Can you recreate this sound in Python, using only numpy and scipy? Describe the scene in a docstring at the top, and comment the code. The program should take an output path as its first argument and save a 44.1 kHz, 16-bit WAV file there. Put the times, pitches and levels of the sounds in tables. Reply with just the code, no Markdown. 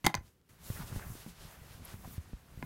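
"""The barrel latch of a spring air rifle rattles and clacks close by, with a short dull tail of the dry room.
Cloth rubs over the one microphone, worn on the shirt, throughout and louder after the first clacks, with soft
thumps, short scrapes and tiny ticks; a last faint clack comes near the end. Blows ring decaying sines and crack
in filtered noise; thumps are sagging sines with a noise edge; cloth is noise in octave ranges under drawn levels,
scrapes are grainy narrow noise, ticks tiny pulses. A steady coloured noise is the air of the quiet room."""
import sys
import numpy as np
from scipy import signal
from scipy.fft import rfft, irfft
from scipy.io import wavfile
from scipy.ndimage import uniform_filter1d

SR = 44100
rng = np.random.default_rng(int(sys.argv[2]) if len(sys.argv) > 2 else 0)


def to_wav(sig):
    """Store sig (one row per channel, or 1-D mono) as 16-bit WAV at the path in sys.argv[1].

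    Samples outside -1..1 are clipped; the rate is SR.
    """
    pcm = np.clip(np.atleast_2d(sig), -1, 1) * 32767
    pcm = np.round(pcm).astype(np.int16)
    wavfile.write(sys.argv[1], SR, pcm.T)  # frames by channels


N = 116865  # samples
TOP_HZ = 15800  # top of the recorder and of the room's tail


def undb(db):
    """Gain of a level in dB."""
    return 10 ** (np.asarray(db) / 20)


def unit(x):
    """Scale to an rms of 1."""
    return x / np.sqrt(np.mean(x ** 2))


def add(out, at_s, x):
    """Mix x into out from the time at_s, cut at the end of the scene."""
    i = int(at_s * SR)
    out[i:i + len(x)] += x[:N - i]


def band(x, lo_hz, hi_hz):
    """Band-pass with gentle slopes."""
    sos = signal.butter(2, [lo_hz, min(hi_hz, .45 * SR)], "bp", fs=SR, output="sos")
    return signal.sosfilt(sos, x)


def coloured(colour):
    """Spectrum of white noise shaped by (f/Hz, level/dB) points, and its frequencies in Hz."""
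    hz = np.arange(N // 2 + 1) * SR / N + 0.00064  # the offset keeps the logarithm finite
    points = np.array(colour)
    level_db = np.interp(np.log(hz), np.log(points[:, 0]), points[:, 1])
    return rfft(rng.standard_normal(N)) * undb(level_db), hz


def walk(rate):
    """Random levels, rate of them per second, smoothed into slopes and scaled to an rms of 1."""
    hold = int(SR / rate)
    steps = np.repeat(rng.standard_normal(N // hold + 1), hold)
    smooth = uniform_filter1d(uniform_filter1d(steps, hold), hold)
    return unit(smooth[:N])


def room_air():
    """Steady air of the quiet room: stationary noise, strongest in the bass."""
    # colour of the air before scaling: f/Hz, level/dB per Hz
    air_colour = [(18, -40.5), (30, -5), (70, 3), (273, -7), (526, -10), (569, -23), (988, -24),
                  (11100, -41.5), (16000, -46.5)]
    spectrum, _ = coloured(air_colour)
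    return unit(irfft(spectrum, N)) * undb(-71.5)  # rms in dB


def cloth(level_db, treble_db, middle_db, rumble_db):
    """Friction noise of cloth at the microphone: octave ranges follow drawn levels, each with its own flicker."""
    # colour of the rubbing before scaling: f/Hz, level/dB per Hz
    cloth_colour = [(18, -38), (30, 2), (86, -2.5), (161, -4), (280, -14), (632, -15.5), (1500, -17),
                    (2500, -21), (5000, -24.5), (8000, -27), (12000, -26), (14500, -29), (16000, -31)]
    flicker_db, flicker_per_s = 1, 33  # rms of the flicker, new levels per second
    rumble_hz, middle_hz, treble_hz = 350, 2500, 7000  # edges that sort the octave centres
    treble_share = 0.57  # of the treble change that reaches the octave below the top one
    noise, hz = coloured(cloth_colour)
    # level_db refers to the rms between 3 and 7 kHz, before the range changes and flicker
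    reference = np.std(irfft(noise * (hz > 3000) * (hz < 7000), N))
    out = np.zeros(N)
    for centre in 31.25 * 2 ** np.arange(10):
        # neighbouring octaves crossfade
        share = np.cos(np.pi / 2 * np.clip(np.log2(hz / centre), -1, 1)) ** 2
        if centre < rumble_hz:
            range_db = rumble_db
        elif centre < middle_hz:
            range_db = middle_db
        elif centre <= treble_hz:
            range_db = 0
        elif centre <= 2 * treble_hz:
            range_db = treble_db * treble_share
        else:
            range_db = treble_db
        flicker = flicker_db * walk(flicker_per_s)
        out += irfft(noise * share, N) * undb(level_db + range_db + flicker)
    return out / reference


def ticks(level_db):
    """Lone ticks and a random crackle of fibres that follows the rubbing: very short damped pulses."""
    # lone ticks: t/s, peak level/dB
    lone_ticks = [(.280, -48), (.4035, -65.5), (.415, -55), (.528, -52), (.558, -78)]
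    decay_s, pulse_hz = 0.000086, 3000
    crackle_per_s, crackle_db = 60, 10  # mean rate, largest grain against the rubbing level
    chance, size = rng.random((2, N))
    pulses = (chance < crackle_per_s / SR) * (2 * size - 1) * undb(level_db + crackle_db)
    for at, db in lone_ticks:
        add(pulses, at, undb([db]))
    t = np.arange(128) / SR
    tick = np.exp(-t / decay_s) * np.cos(2 * np.pi * pulse_hz * t)
    return np.convolve(pulses, tick)[:N]


def scrapes():
    """Short friction bursts: cubed noise gives the grain, one band-pass each the resonance."""
    # scrapes: middle t/s, length/s between the 1/e points, level/dB, centre f/Hz, width/Hz
    scrape_list = [(0.775, 0.038, -55, 1610, 700), (0.814, 0.052, -49.5, 1260, 920),
                   (0.996, 0.0049, -48, 1270, 1000), (1.027, 0.038, -53.5, 1550, 395),
                   (1.845, .005, -71, 10500, 1500), (1.854, 0.0089, -46, 11400, 2500),
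                   (2.051, 0.022, -52, 840, 497), (2.297, 0.014, -57.5, 450, 400)]
    out, t = np.zeros(N), (np.arange(4096) - 2048) / SR
    for at, length, db, hz, width in scrape_list:
        noise = rng.standard_normal(4096)
        grain = unit(band(noise ** 3, max(hz - width / 2, 50), hz + width / 2))
        swell = np.exp(-(2 * t / length) ** 2)
        add(out, at + t[0], undb(db) * grain * swell)
    return out


def thumps():
    """Soft thumps through the body: damped sines whose pitch sags, with a short brighter noise edge."""
    # thumps: t/s, peak level/dB, starting f/Hz, t60/s, edge level/dB against the peak
    thump_list = [(.046, -27, 173, 0.045, -27), (0.069, -28.5, 201, 0.064, -30),
                  (0.145, -40, 227, 0.13, -30), (0.154, -38, 147, 0.18, -30),
                  (0.182, -37.5, 88.6, 0.13, -32), (.511, -57.5, 150, .06, -14),
                  (0.7016, -26, 148, 0.058, -11), (0.756, -42, 119, 0.032, -16),
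                  (.792, -39.5, 206, 0.13, -29), (.803, -35, 197, 0.12, -24), (0.837, -44, 151, .08, -12),
                  (0.926, -34, 130, .06, -10.5), (0.952, -42, 155, 0.059, -13),
                  (0.961, -30, 132, 0.014, -12), (0.968, -31.5, 90, 0.048, -22),
                  (0.998, -47, 100, 0.069, -20), (1.066, -38, 105, 0.098, -12),
                  (1.102, -33, 134, 0.036, -18), (1.118, -38, 103, 0.056, -15),
                  (1.153, -37, 297, 0.0067, -19), (1.263, -37, 205, 0.03, -5.5),
                  (1.273, -45, 282, 0.23, -23), (1.406, -48, 118, 0.035, -27),
                  (1.451, -40.5, 164, 0.046, -9), (1.617, -42.5, 117, .06, -20),
                  (1.75, -41, 107, 0.035, -26), (1.796, -49.5, 121, 0.035, -22),
                  (1.817, -47, 79.5, 0.09, -23), (1.941, -37, 146, 0.039, -12),
                  (2.054, -42.5, 121, 0.065, -20), (2.075, -39, 213, 0.022, -16),
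                  (2.180, -29.5, 123, .1, -24), (2.258, -47.5, 120, 0.026, -10),
                  (2.3319, -36, 241, 0.021, -12), (2.336, -33.5, 72.5, .09, -30),
                  (2.575, -37, 140, 0.029, -29), (2.593, -39, 150, 0.02, -35),
                  (2.627, -35.5, 327, 0.034, -30), (2.6381, -37, 176, 0.043, -24),
                  (2.523, -48, 151, .05, -20), (0.21, -40, 110, 0.017, -30),
                  (0.077, -35, 256.7, .12, -34.5)]
    sag_share, sag_s = .6, 0.0071  # final pitch against the starting pitch, time constant
    rise_s, edge_s, edge_hz = 0.00069, .002, 680
    out, t = np.zeros(N), np.arange(8192) / SR
    for at, db, hz, t60, edge_db in thump_list:
        # integral of the sagging pitch, in turns
        turns = hz * (sag_share * t + (1 - sag_share) * sag_s * (1 - np.exp(-t / sag_s)))
        knock = np.sin(2 * np.pi * turns) * undb(-60 * t / t60) * (1 - np.exp(-t / rise_s))
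        add(out, at, undb(db) * knock / knock.max())
        noise = unit(band(rng.standard_normal(1024), edge_hz / 3, edge_hz * 2))
        add(out, at, undb(db + edge_db) * noise * np.exp(-t[:1024] / edge_s))
    return out


def room(x):
    """Short dull tail of the room: convolution with decaying noise, its bright part weaker and quicker."""
    dull_db, dull_t60_s = -38, 0.16
    bright_db, bright_t60_s = -44, 0.14
    split_hz, fade_in_s = 2500, .008
    t = np.arange(SR // 2) / SR
    dull_noise, bright_noise = rng.standard_normal((2, SR // 2))
    tail = undb(dull_db - 60 * t / dull_t60_s) * band(dull_noise, 100, split_hz)
    tail += undb(bright_db - 60 * t / bright_t60_s) * band(bright_noise, split_hz, TOP_HZ)
    return signal.fftconvolve(x, tail * np.clip(t / fade_in_s, 0, 1))[:N]


def blows():
    """Blows on steel and stock: rattling contacts excite the rifle's damped modes, with a noisy crack on top."""
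    # blows: t/s, rattle length/s, level/dB, favoured f/Hz, fall/dB per octave away from it,
    # share of the free ring time, crack level/dB against the blow
    blow_list = [(.0430, 0.0051, -34.5, 1500, -2, 0.75, 2), (0.0473, 0.0035, -27.5, 1500, 1.5, 0.4, -7.5),
                 (.0537, 0.0018, -26, 4500, 4, 0.55, -4), (0.064, 0.0025, -19, 6300, 11, .4, -1),
                 (0.0658, .004, -12.5, 1820, 0, 0.39, -6), (.0700, 0.0015, -27.5, 2050, 5, 1.1, -25),
                 (0.076, .004, -37.5, 13000, -0.5, 0.72, -1), (.0950, 0.0088, -41.5, 1300, 8.5, .4, -4),
                 (0.1427, 0.00019, -19, 1110, 7.5, 0.58, -11), (0.151, 0.00094, -22, 6350, 6, 0.49, -10),
                 (.1700, 0.0099, -41.5, 1374, 24, 0.28, -15), (2.6221, .001, -51.5, 1210, 23, 0.1, -18),
                 (2.6265, 0.00025, -29.5, 1360, 10, 0.49, -31)]
    # free modes of the rifle, before a blow colours and damps them: f/Hz, level/dB, t60/s
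    modes = [(344, -5, .09), (666, -14.5, 0.01), (854, -6, 0.043), (995, 0, 0.054), (1478, -12, 0.053),
             (1678, -4.5, 0.032), (2078, 0.5, .035), (2385, -4, 0.027), (3040, -8, .015), (3700, -8, .015),
             (4190, -6, 0.021), (4750, -7, 0.017), (6320, -2, 0.011), (6900, -15, .02), (8500, -19.5, .012),
             (10900, -34.5, .012), (13660, -19.5, .01)]
    detune, scatter_db = .012, 2  # spread of the modes from blow to blow: share of the pitch, level
    first_contact = 6.3  # size of the first contact against the random ones that follow
    crack_s, crack_spread = 0.00093, 2.04  # decay, factor either way from the favoured frequency
    wide_db, wide_top_hz = -14, 13000  # wide part of the crack
    out, t = np.zeros(N), np.arange(8192) / SR
    short_t = t[:1024]
    for at, length, db, best_hz, fall_db, damp, crack_db in blow_list:
        contact_noise, crack_noise, scatter, shift = rng.standard_normal((4, 1024))
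        ring = np.zeros(len(t))
        for k, (hz, mode_db, t60) in enumerate(modes):
            start_db = mode_db - fall_db * abs(np.log2(hz / best_hz)) + scatter_db * scatter[k]
            tone = np.sin(2 * np.pi * hz * (1 + detune * shift[k]) * t)
            ring += undb(start_db - 60 * t / (t60 * damp)) * tone
        # squaring with the sign kept makes a few contacts stand out
        contacts = contact_noise * np.abs(contact_noise) * np.exp(-(short_t / length) ** 4)
        rattle = np.convolve(ring, np.r_[first_contact, contacts])
        # the loudest 64 samples set the level, as for a sine of peak 1
        rattle /= np.sqrt(uniform_filter1d(rattle ** 2, size=64).max() * 2)
        add(out, at, undb(db) * rattle)

        crack = band(crack_noise, best_hz / crack_spread, best_hz * crack_spread)
        crack = crack + undb(wide_db) * band(crack_noise, 1500, wide_top_hz)
        # holds through the rattle, then dies away
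        fade = np.exp(-np.maximum(short_t - length, 0) / crack_s)
        add(out, at, undb(db + crack_db) * unit(crack) * fade / 2)  # crack level is for an rms of 1/2
    return out


def scene():
    """Everything that reaches the one microphone on the shirt, the same in both channels."""
    # levels of the rubbing noise over time, with an abrupt rise near 0.49 s:
    # t/s, level/dB, then treble/dB, middle/dB and rumble/dB against the level
    rubbing = np.array([(0, -79.5, 2, -2, 1), (0.201, -84, 9, 7.5, 10), (.27, -72.5, 2, -2.5, 1),
                        (.33, -84.5, 4.5, 1.5, 0), (0.429, -87, -1, -0.5, 1), (.487, -85.5, 6.5, 1, -1.5),
                        (0.494, -73, 5.5, 1, 6), (.58, -77, 1.5, 1.5, 1.5), (.62, -67.5, 3.5, -0.5, 1),
                        (0.669, -60.5, 7.5, -4.5, -2), (.77, -59.5, 7.5, 0, -3), (.82, -58.5, 3, -5, -1.5),
                        (.855, -67, 8.5, 3.5, 12), (.88, -57.5, 2, -4.5, -7.5), (.92, -61.5, 2, 2.5, 9),
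                        (.97, -58.5, 3.5, -2, 6.5), (1.03, -64.5, 6, 6, 4.5), (1.11, -64, 9.5, -1, 4.5),
                        (1.22, -59.5, 0, -4.5, -5), (1.26, -65.5, 3.5, -1.5, -11.5),
                        (1.3, -59.5, -1, -7, -5), (1.34, -69, -1, 0, -6), (1.42, -59.5, -3.5, -4.5, -3.5),
                        (1.53, -64.5, 1.5, 1.5, -7), (1.58, -70, 4, 2.5, 4), (1.73, -62.5, -0.5, -1.5, -3),
                        (1.82, -67, -2.5, -1.5, 7.5), (1.89, -60, 1, -0.5, -7), (1.94, -64.5, 5, 1.5, 10.5),
                        (1.98, -72.5, 9.5, 3, 9), (2.07, -65, 3.5, -0.5, 6.5), (2.13, -66.5, 12, 1, 4),
                        (2.175, -64, -0.5, -2, 3.5), (2.19, -72.5, 2.5, 4, 6), (2.24, -71, 1, 0.5, 4.5),
                        (2.33, -70, -2, -1, 2), (2.44, -74, 1, 0.5, 4), (2.58, -71, 2.5, 2, 5.5),
                        (2.65, -70.5, 9, 1.5, 15.5)])
    t = np.arange(N) / SR
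    curves = [np.interp(t, rubbing[:, 0], rubbing[:, k]) for k in range(1, 5)]
    handling = cloth(*curves) + ticks(curves[0]) + scrapes() + thumps()
    hits = blows()
    mono = room_air() + handling + room(hits) + hits
    return np.array([mono, mono])


def record(dry):
    """The recorder cuts the top with a steep low-pass."""
    return signal.sosfilt(signal.ellip(10, .2, 60, TOP_HZ, fs=SR, output="sos"), dry)


dry = scene()
out = record(dry)
to_wav(out)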